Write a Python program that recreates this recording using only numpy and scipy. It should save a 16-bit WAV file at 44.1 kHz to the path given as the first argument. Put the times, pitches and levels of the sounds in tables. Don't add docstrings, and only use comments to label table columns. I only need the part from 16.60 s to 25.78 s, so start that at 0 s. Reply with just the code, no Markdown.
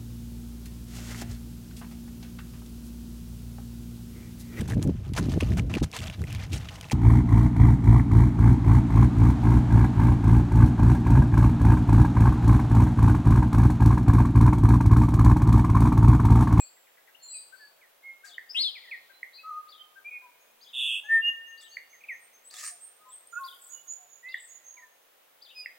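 import sys
import numpy as np
from scipy import signal
from scipy.fft import rfft, irfft
from scipy.io import wavfile
from scipy.ndimage import uniform_filter1d

SR = 44100
rng = np.random.default_rng(int(sys.argv[2]) if len(sys.argv) > 2 else 0)


def inscribe(sig):
    pcm = np.round(np.clip(np.atleast_2d(sig).T, -1, 1) * 32767)
    wavfile.write(sys.argv[1], SR, pcm.astype(np.int16))


N = 404838
FREQS = np.maximum(np.fft.rfftfreq(N, 1 / SR), 1)

# f/Hz, level/dB
HUSH_COLOUR = [(25, -17.5), (70, -26.5), (130, -24), (250, -16.5), (540, -4), (900, -7), (2000, -10),
               (3400, -12), (4600, -17.5), (9000, -18.5), (15500, -12.5)]
# f/Hz, left-right correlation
HUSH_CORRELATION = [(30, 0.94), (125, .7), (300, .2), (1000, .25), (15000, .05)]
# t/s, length/s, f/Hz, level/dB
MOAN_NOTES = [(3.75, 0.57, 233, -84), (4.147, 0.28, 292, -79.5), (5.599, 0.29, 243.4, -84)]
# t/s, length/s, f/Hz, level/dB
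HOOT_NOTES = [(1.663, 0.077, 710, -67), (4.425, 0.059, 835, -62.5), (5.921, 0.073, 738, -65.5),
              (6.097, 0.08, 704, -62.5), (7.37, .11, 727, -64.5)]
# t/s, length/s, f/Hz, glide/Hz, level/dB, pan/dB (left minus right)
WHEEZE_NOTES = [(-0.0482, 0.102, 7700, 2, -44.5, .5), (0, .11, 4420, 400, -62.5, 9),
                (-.03, 0.084, 2480, -100, -60, 13), (0.6747, .138, 8040, 1050, -42.5, .5),
                (0.68, 0.191, 4640, 2, -57.5, 10), (.728, .06, 2520, -220, -57, 14),
                (0.94, .17, 4540, -100, -63, 9), (6.5, 0.05, 3400, -800, -63.5, 0),
                (8.885, .07, 2750, 500, -60, 0), (1.89, .038, 5090, 598, -42, 6)]
# t/s, length/s, first f/Hz, target f/Hz, level/dB, pan/dB
RISER_NOTES = [(5.837, 0.064, 7350, 8320, -52, 3), (6.035, 0.06, 8320, 8780, -38.5, -3),
               (6.198, 0.074, 7580, 8850, -47, -4), (6.484, 0.039, 7350, 8100, -54.5, -2),
               (7.087, 0.079, 6530, 6880, -46, -9), (7.269, 0.068, 6360, 7126, -39, -6.5),
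               (7.489, 0.069, 6610, 6820, -55, -9), (7.873, 0.091, 6440, 6770, -51.5, -9),
               (8.034, .11, 6200, 6590, -48.5, -5.5)]
# t/s, length/s, top f/Hz, level/dB, pan/dB
CHIP_NOTES = [(.920, 0.044, 1562, -54.5, 19), (1.633, 0.04, 1630, -51.5, 13), (2.491, 0.033, 1590, -59, 12),
              (2.726, .09, 4206, -53, 4), (2.726, .08, 4680, -56.5, 4), (3.353, .05, 1600, -53.5, 7),
              (5.105, .075, 4580, -54.5, 4)]
# t/s, length/s, f/Hz, glide/Hz, level/dB, pan/dB
FAR_WHISTLE_NOTES = [(0.545, 0.0176, 2870, 500, -57, 16), (0.621, 0.059, 7190, -140, -49, -3.5),
                     (0.588, .24, 4135, -520, -54, 6), (5.592, 0.092, 8630, -29.5, -61, -2.5),
                     (6.514, 0.0623, 8360, -400, -47, 0.5), (6.67, 0.0096, 8600, -190, -50, 0),
                     (6.709, 0.057, 6770, 0, -57.5, -12)]
# t/s, length/s, level/dB
TRILL_NOTES = [(5.005, 0.054, -58.5), (6.993, 0.13, -55.5), (7.775, 0.13, -55)]
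# t/s from its start, f/Hz
TWITTER_PITCH = [(0, 3200), (.011, 4650), (.036, 4840), (.044, 3600), (.066, 3280), (.087, 3850),
                 (.096, 3150), (.105, 2980), (.116, 3300)]
# t/s, level/dB
TWITTER_CUES = [(1.653, -55.5), (3.081, -57.5), (4.004, -59), (4.968, -56.5), (5.899, -55.5), (6.832, -53),
                (7.684, -56), (8.813, -56)]

# t/s, level/dB
RUSTLE_ENVELOPE = [(6.68, -76), (6.86, -59), (7.16, -64.5), (7.48, -78)]
# t/s, length/s, level/dB, crest (loudest point, 0-1 of the length)
HISS_CUES = [(1.643, 0.099, -55.5, 0.1), (5.013, 0.035, -58.5, 0), (5.906, 0.23, -43.5, 0.62)]
# f/Hz, level/dB
BEAK_COLOUR = [(350, -71), (600, -18), (899, -41), (1260, -0.5), (1400, -28), (1790, -1.5), (2020, -8.5),
               (2860, -14), (3270, -30), (4010, -12.5), (7750, -4.5), (8990, -15), (11000, -13.5),
               (11800, -25), (15000, -19)]
# t/s, level/dB
TICK_CUES = [(5.9101, -49), (5.9390, -48)]
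# t/s, f/Hz, level/dB, length/s
TOCK_NOTES = [(1.7797, 1900, -30.5, 0.0077), (2.629, 1960, -29.5, 0.007), (5.168, 1933, -29.5, 0.0067),
              (7.741, 1980, -26, 0.0089), (9.0586, 2020, -29, 0.0052)]
# f/Hz, level/dB
TURBULENCE_COLOUR = [(1500, -62.5), (4800, -21), (7200, -4), (9000, 2), (10800, -1), (12200, -17),
                     (15000, -9)]
# f/Hz, glide/Hz, level/dB before the throat, crest, swing (share of pitch)
RASP_PAIR = [(2774, -70, -33, .76, .05), (3395, -300, -30.5, .36, .023)]
# harmonic, level/dB
RASP_PARTIALS = [(1, 0), (2, -34.5), (3, -27)]
# f/Hz, gain/dB
THROAT_EQ = [(2250, -29.5), (2560, 1.5), (3000, -0.5), (3650, 0.5), (3950, -14.5), (6000, -6.5), (8600, 5),
             (11500, -9.5)]
# t/s, lower f/Hz, upper f/Hz
CHIRP_PITCH = [(1.946, 2514, 2668), (1.970, 2950, 3520), (1.986, 3350, 3850), (2.003, 4194, 4406),
               (2.026, 4387, 5050), (2.050, 3670, 4170), (2.077, 3353, 4180), (2.108, 3080, 3650)]
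# harmonic, level/dB
PURE_PARTIALS = [(1, -1), (2, -54.5), (4, -58), (5, -41.5), (6, -56), (7, -52)]
# harmonic, level/dB
REEDY_PARTIALS = [(1, -3.5), (2, 1), (3, -30), (4, -20.5)]
# t/s, length/s, first f/Hz, level/dB
SLUR_NOTES = [(1.21, 0.068, 2620, -58.5), (2.152, 0.042, 2650, -43.5), (2.224, 0.063, 2518, -53),
              (2.272, 0.046, 2124, -51), (2.310, 0.059, 2700, -35.5), (5.327, 0.045, 2370, -54),
              (5.406, 0.028, 2660, -55), (5.437, 0.019, 2630, -45.5), (5.484, 0.066, 2716, -34.5),
              (8.167, 0.053, 2507, -51.5), (8.219, .048, 1855, -52)]
# t/s, length/s, f/Hz, glide/Hz, level/dB, pan/dB
REEDY_NOTES = [(8.946, 0.099, 2491, -78, -43.5, -2.5)]
# t/s, length/s, f/Hz, glide/Hz, level/dB, pan/dB
WHISTLE_NOTES = [ (0.989, 0.093, 1720, -150, -50.5, -2), (1.424, 0.12, 2143, 27, -42.5, -2),
                 (1.95, 0.09, 2130, 150, -52, .5), (2.517, 0.096, 4070, 68, -60, -7),
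                 (2.774, 0.055, 2537, 75, -49, 1), (2.83, .105, 1268, 0, -38, 1),
                 (2.876, .15, 1229, 41, -35, 0), (3.188, 0.058, 3105, 76, -50, -8),
                 (3.442, .07, 2422, 170, -38, 1.5), (3.489, .12, 2462, -17, -40.5, -1),
                 (3.49, .11, 2238, -130, -48, 0), (3.615, 0.1, 987, -43, -52, 2.5),
                 (4.434, 0.061, 1702, 80, -47, 7.5), (6.37, 0.18, 1252, 24, -62, 2.5),
                 (6.445, 0.084, 1025, -13, -55, 4), (6.725, 0.03, 1394, -17, -40, -6),
                 (6.749, 0.056, 1437, 155, -33.5, -6), (6.76, 0.053, 2590, 30, -58, 2),
                 (6.779, 0.1, 1077, -64, -37.5, 1), (7.119, 0.12, 2918, 0, -57.5, -3),
                 (7.626, 0.1, 2014, 171.5, -41, -3.5), (7.64, 0.15, 2740, 580.5, -57.5, -5.5),
                 (8.139, 0.14, 1002, 0.5, -59.5, 3), (9.026, 0.073, 2670, -510, -54, 0)]
# t/s, length/s, f/Hz, level/dB, crest, pan/dB
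BELL_NOTES = [(4.48, 0.14, 1814, -15.5, .56, 2), (4.611, 0.11, 2841, -21, 0.67, -2.5)]


def undb(db):
    return 10 ** (np.asarray(db) / 20)


def add(bus, start, sound):
    i = int(start * SR)
    sound = sound[..., max(-i, 0):N - i]
    bus[:, max(i, 0):max(i, 0) + sound.shape[-1]] += sound


def curves(table):
    times, *columns = np.transpose(table)
    t = np.arange(times[0], times[-1], 1 / SR)
    return [np.interp(t, times, column) for column in columns]


def over_freqs(points):
    hz, value = np.transpose(points)
    return np.interp(np.log(FREQS), np.log(hz), value)


def noise(colour):
    x = irfft(rfft(rng.standard_normal(N)) * colour, N)
    return x / x.std()


def wander(size, rate):
    at = np.arange(size) * rate / SR
    points = rng.standard_normal(int(at[-1]) + 2)
    return np.interp(at, np.arange(len(points)), points)


def swell(length, crest, steepness=1.14):
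    progress = np.linspace(0, 1, max(int(length * SR), 8))
    skewed = np.interp(progress, [0, np.clip(crest, .05, .95), 1], [0, .5, 1])
    return np.abs(np.sin(np.pi * skewed)) ** steepness


def held(length, hz, glide_hz, db, sag, crest, steepness=1.02):
    push = swell(length, crest, steepness)
    pitch = hz + glide_hz * np.linspace(-.5, .5, len(push))
    return pitch * (1 - sag * (1 - push)), undb(db) * push


def slurred(length, first_hz, target_hz, db, settle_s, crest):
    push = swell(length, crest)
    t = np.arange(len(push)) / SR
    return target_hz + (first_hz - target_hz) * np.exp(-t / settle_s), undb(db) * push


def syrinx(hz, gain, partials=((1, 0),), jitter=.009, jitter_rate=470):
    pitch = hz * (1 + jitter * wander(len(hz), jitter_rate))
    phase = 2 * np.pi * np.cumsum(pitch) / SR
    tone = sum(undb(db) * np.exp(1j * k * phase) for k, db in partials if k * hz.max() < SR / 2)
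    return np.sqrt(2) * gain * tone


def place(wave, pan_db, lead_rad_per_db=.07):
    side_db = pan_db * np.array([[.5], [-.5]])
    return np.real(wave * undb(side_db) * np.exp(1j * side_db * lead_rad_per_db))


def hush(level_db=-63, hum_hz=149):
    colour = undb(over_freqs(HUSH_COLOUR))
    alike = np.clip(over_freqs(HUSH_CORRELATION), 0, 1)
    mid = noise(colour)
    side = noise(colour * np.sqrt((1 - alike) / (1 + alike)))
    hum = undb(-97.5) * noise(np.exp(-((FREQS - hum_hz) / 4) ** 2))
    drift = undb(level_db + .44 * wander(N, 1.8))
    return drift * (mid + side * np.array([[1], [-1]])) + hum


def thicket(x, twigs_db, trees_db, twigs_t60=.38, trees_t60=1.5, damping_hz=8000, centre=.89, tilt_db=3):
    t = np.arange(int(1.5 * SR)) / SR
    response = 0
    for db, t60, tilt in (twigs_db, twigs_t60, tilt_db), (trees_db, trees_t60, 0):
        scatter = rng.standard_normal((3, len(t))) * undb(2 * rng.standard_normal((3, len(t))))
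        envelope = undb(-60 * t / t60) * (1 - np.exp(-t / .004))
        echoes = (scatter[:2] + centre * scatter[2]) * envelope
        echoes *= undb(db) / np.sqrt(np.sum(echoes ** 2) / 2)
        hz, when, cells = signal.stft(echoes, SR, nperseg=256)
        octaves = np.log2(np.clip(hz, 1000, 12000) / 3000)[:, None]
        damping_db = 26.5 * np.outer(hz / damping_hz, when)
        response = response + signal.istft(cells * undb(tilt * octaves - damping_db), SR)[1]
    return x + signal.fftconvolve(x, response, axes=1)[:, :N]


def low_calls():
    out = np.zeros((2, N))
    for start, length, hz, db in HOOT_NOTES:
        hoot = held(length, hz, glide_hz=-48, db=db, sag=.004, crest=.48)
        add(out, start, place(syrinx(*hoot), pan_db=3.5))
    for start, length, hz, db in MOAN_NOTES:
        moan = held(length, hz, 0, db, sag=.06, crest=.55)
        add(out, start, place(syrinx(*moan), pan_db=0))
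    return out


def high_calls():
    out = np.zeros((2, N))
    for start, length, hz, glide_hz, db, pan_db in FAR_WHISTLE_NOTES:
        whistle = held(length, hz, glide_hz, db, sag=.0035, crest=.43)
        add(out, start, place(syrinx(*whistle), pan_db))
    for start, length, hz, db, pan_db in CHIP_NOTES:
        chip = held(length, hz, 0, db, sag=.11, crest=.42)
        add(out, start, place(syrinx(*chip, jitter=.014, jitter_rate=600), pan_db))
    for start, length, first_hz, target_hz, db, pan_db in RISER_NOTES:
        riser = slurred(length, first_hz, target_hz, db, settle_s=.028, crest=.66)
        add(out, start, place(syrinx(*riser), pan_db))
    for start, length, hz, glide_hz, db, pan_db in WHEEZE_NOTES:
        wheeze = held(length, hz, glide_hz, db, sag=.0154, crest=.514)
        add(out, start, place(syrinx(*wheeze, jitter=.028, jitter_rate=1000), pan_db))
    return out


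def peeps(start=3.785, every_s=.215, count=10, first_hz=6580, sink_hz=28.5, full_db=-61):
    out = np.zeros((2, N))
    for k, scatter_db in enumerate(1.5 * rng.standard_normal(count)):
        db = full_db + min(1.8 * k - 9, 0) + scatter_db
        note = held(length=.07, hz=first_hz - k * sink_hz, glide_hz=120, db=db, sag=.015, crest=.6)
        add(out, start + k * every_s, place(syrinx(*note), pan_db=-2.5))
    return out


def pips(start=.164, every_s=.103, count=4, first_db=-67, growth_db=2.5):
    out = np.zeros((2, N))
    for k in range(count):
        note = held(length=.028, hz=1870, glide_hz=-1050, db=first_db + k * growth_db, sag=0, crest=.21)
        add(out, start + k * every_s, place(syrinx(*note, jitter=.092, jitter_rate=930), pan_db=4.5))
    return out


def trills(centre_hz=7900, swing=.02, shake_hz=42, tremolo=.73):
    out = np.zeros((2, N))
    for start, length, db in TRILL_NOTES:
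        push = swell(length, crest=.35, steepness=1)
        shake = 2 * np.pi * shake_hz * np.arange(len(push)) / SR
        pitch = centre_hz * (1 + swing * np.cos(shake))
        gain = undb(db) * push * (1 + tremolo * np.sin(shake))
        add(out, start, place(syrinx(pitch, gain, jitter=.042, jitter_rate=830), pan_db=1))
    return out


def twitters(flutter_db=4, bend=.03):
    out = np.zeros((2, N))
    hz, = curves(TWITTER_PITCH)
    push = swell(len(hz) / SR, crest=.3, steepness=.31)
    for start, db in TWITTER_CUES:
        pitch = hz[:len(push)] * (1 + bend * wander(len(push), 220))
        gain = push * undb(db + flutter_db * wander(len(push), 200))
        add(out, start, place(syrinx(pitch, gain, jitter=.022, jitter_rate=800), pan_db=6))
    return out


def rustle(grain_db=4, centre_hz=12500, width_hz=5000):
    envelope = np.zeros((2, N))
    add(envelope, RUSTLE_ENVELOPE[0][0], undb(curves(RUSTLE_ENVELOPE)[0]))
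    colour = np.exp(-((FREQS - centre_hz) / width_hz) ** 2)
    crackle = np.array([noise(colour), noise(colour)]) * undb(grain_db * wander(N, 400))
    return place(envelope * crackle, pan_db=-5)


def hisses(grain_db=3, spread=.76):
    envelope, colour = np.zeros((2, N)), undb(over_freqs(BEAK_COLOUR))
    air = noise(colour) + spread * np.array([noise(colour), noise(colour)])
    grain = undb(grain_db * wander(N, 500))
    for start, length, db, crest in HISS_CUES:
        add(envelope, start, undb(db) * swell(length, crest, steepness=1.24))
    for start, db in TICK_CUES:
        add(envelope, start, undb(db) * swell(.0041, crest=.12))
    return envelope * air * grain


def tocks(fall=.11):
    out = np.zeros((2, N))
    for start, hz, db, length in TOCK_NOTES:
        gain = undb(db) * swell(length, crest=.44, steepness=2.9)
        pitch = hz * (1 + fall * np.linspace(1, -1, len(gain)))
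        voice = syrinx(pitch, gain, [(1, 1), (4, -36.5)], jitter=.031, jitter_rate=320)
        add(out, start, place(voice, pan_db=-2))
    return out


def with_turbulence(voice, db):
    colour = undb(over_freqs(TURBULENCE_COLOUR))
    flow = uniform_filter1d(np.abs(voice), size=40, axis=1)
    return voice + undb(db) * flow * (noise(colour) + np.array([noise(colour), noise(colour)]))


def rasp(start=4.129, length=.28, buzz_hz=140.7, slowing=.37, throb=.41):
    out = np.zeros((2, N))
    for centre_hz, glide_hz, db, crest, swing in RASP_PAIR:
        hz, gain = held(length, centre_hz, glide_hz, db, sag=0, crest=crest, steepness=.76)
        rate = buzz_hz * (1 - slowing * np.linspace(0, 1, len(hz)) ** 1.5)
        buzz = 2 * np.pi * np.cumsum(rate * (1 + .16 * wander(len(rate), 150))) / SR
        hz *= 1 + swing * np.sin(buzz)
        gain *= 1 + throb * np.cos(buzz)
        add(out, start, place(syrinx(hz, gain, RASP_PARTIALS, jitter=.042, jitter_rate=640), pan_db=-2))
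    throaty = irfft(rfft(out) * undb(over_freqs(THROAT_EQ)), N)
    return with_turbulence(throaty, db=-24)


def chirp(low_db=-27.5, high_db=-32, flutter_db=1):
    out = np.zeros((2, N))
    low, high = curves(CHIRP_PITCH)
    push = swell(len(low) / SR, crest=.28, steepness=.58)
    for hz, db in (low, low_db), (high, high_db):
        gain = push * undb(db + flutter_db * wander(len(push), 118))
        voice = syrinx(hz[:len(push)], gain, [(1, 0), (2, -37)], jitter=.016, jitter_rate=500)
        add(out, CHIRP_PITCH[0][0], place(voice, pan_db=5, lead_rad_per_db=.36))
    return with_turbulence(out, db=-30.5)


def slurs(target_hz=1747):
    out = np.zeros((2, N))
    for start, length, first_hz, db in SLUR_NOTES:
        note = slurred(length, first_hz, target_hz, db, settle_s=.021, crest=.15)
        add(out, start, place(syrinx(*note, PURE_PARTIALS, jitter=.01, jitter_rate=300), pan_db=-.5))
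    return out


def whistles(waver=.0092, waver_db=1.1, waver_rate=45):
    out = np.zeros((2, N))
    for start, length, hz, glide_hz, db, pan_db in WHISTLE_NOTES:
        pitch, gain = held(length, hz, glide_hz, db, sag=.011, crest=.48, steepness=1.16)
        pitch *= 1 + waver * wander(len(gain), waver_rate)
        gain *= undb(waver_db * wander(len(gain), waver_rate))
        add(out, start, place(syrinx(pitch, gain, PURE_PARTIALS, jitter=.0056, jitter_rate=300), pan_db))
    for start, length, hz, glide_hz, db, pan_db in REEDY_NOTES:
        note = held(length, hz, glide_hz, db, sag=.002, crest=.62)
        add(out, start, place(syrinx(*note, REEDY_PARTIALS, jitter=.0031, jitter_rate=290), pan_db))
    return out


def bells():
    out = np.zeros((2, N))
    for start, length, hz, db, crest, pan_db in BELL_NOTES:
        note = held(length, hz, 0, db, sag=.02, crest=crest, steepness=1.5)
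        add(out, start, place(syrinx(*note, PURE_PARTIALS, jitter=.0012, jitter_rate=830), pan_db))
    return out


def scene():
    loud = thicket(bells() + chirp() + rasp() + hisses() + rustle(),
                   twigs_db=-11.5, trees_db=-17, tilt_db=2)
    ringing = thicket(whistles(), twigs_db=-9, trees_db=-14.5, tilt_db=.5)
    clattering = thicket(slurs() + tocks(), twigs_db=-6, trees_db=-17.5, twigs_t60=.32, tilt_db=0)
    far = thicket(high_calls() + low_calls() + peeps() + trills(), twigs_db=-5, trees_db=-9)
    hidden = thicket(twitters() + pips(), twigs_db=-2.5, trees_db=-9.5, twigs_t60=.25, tilt_db=-3)
    return loud + ringing + clattering + far + hidden + hush()


def record(dry, top_hz=15900):
    return signal.sosfilt(signal.ellip(10, .2, 70, top_hz, fs=SR, output="sos"), dry)


dry = scene()
out = record(dry)
inscribe(out)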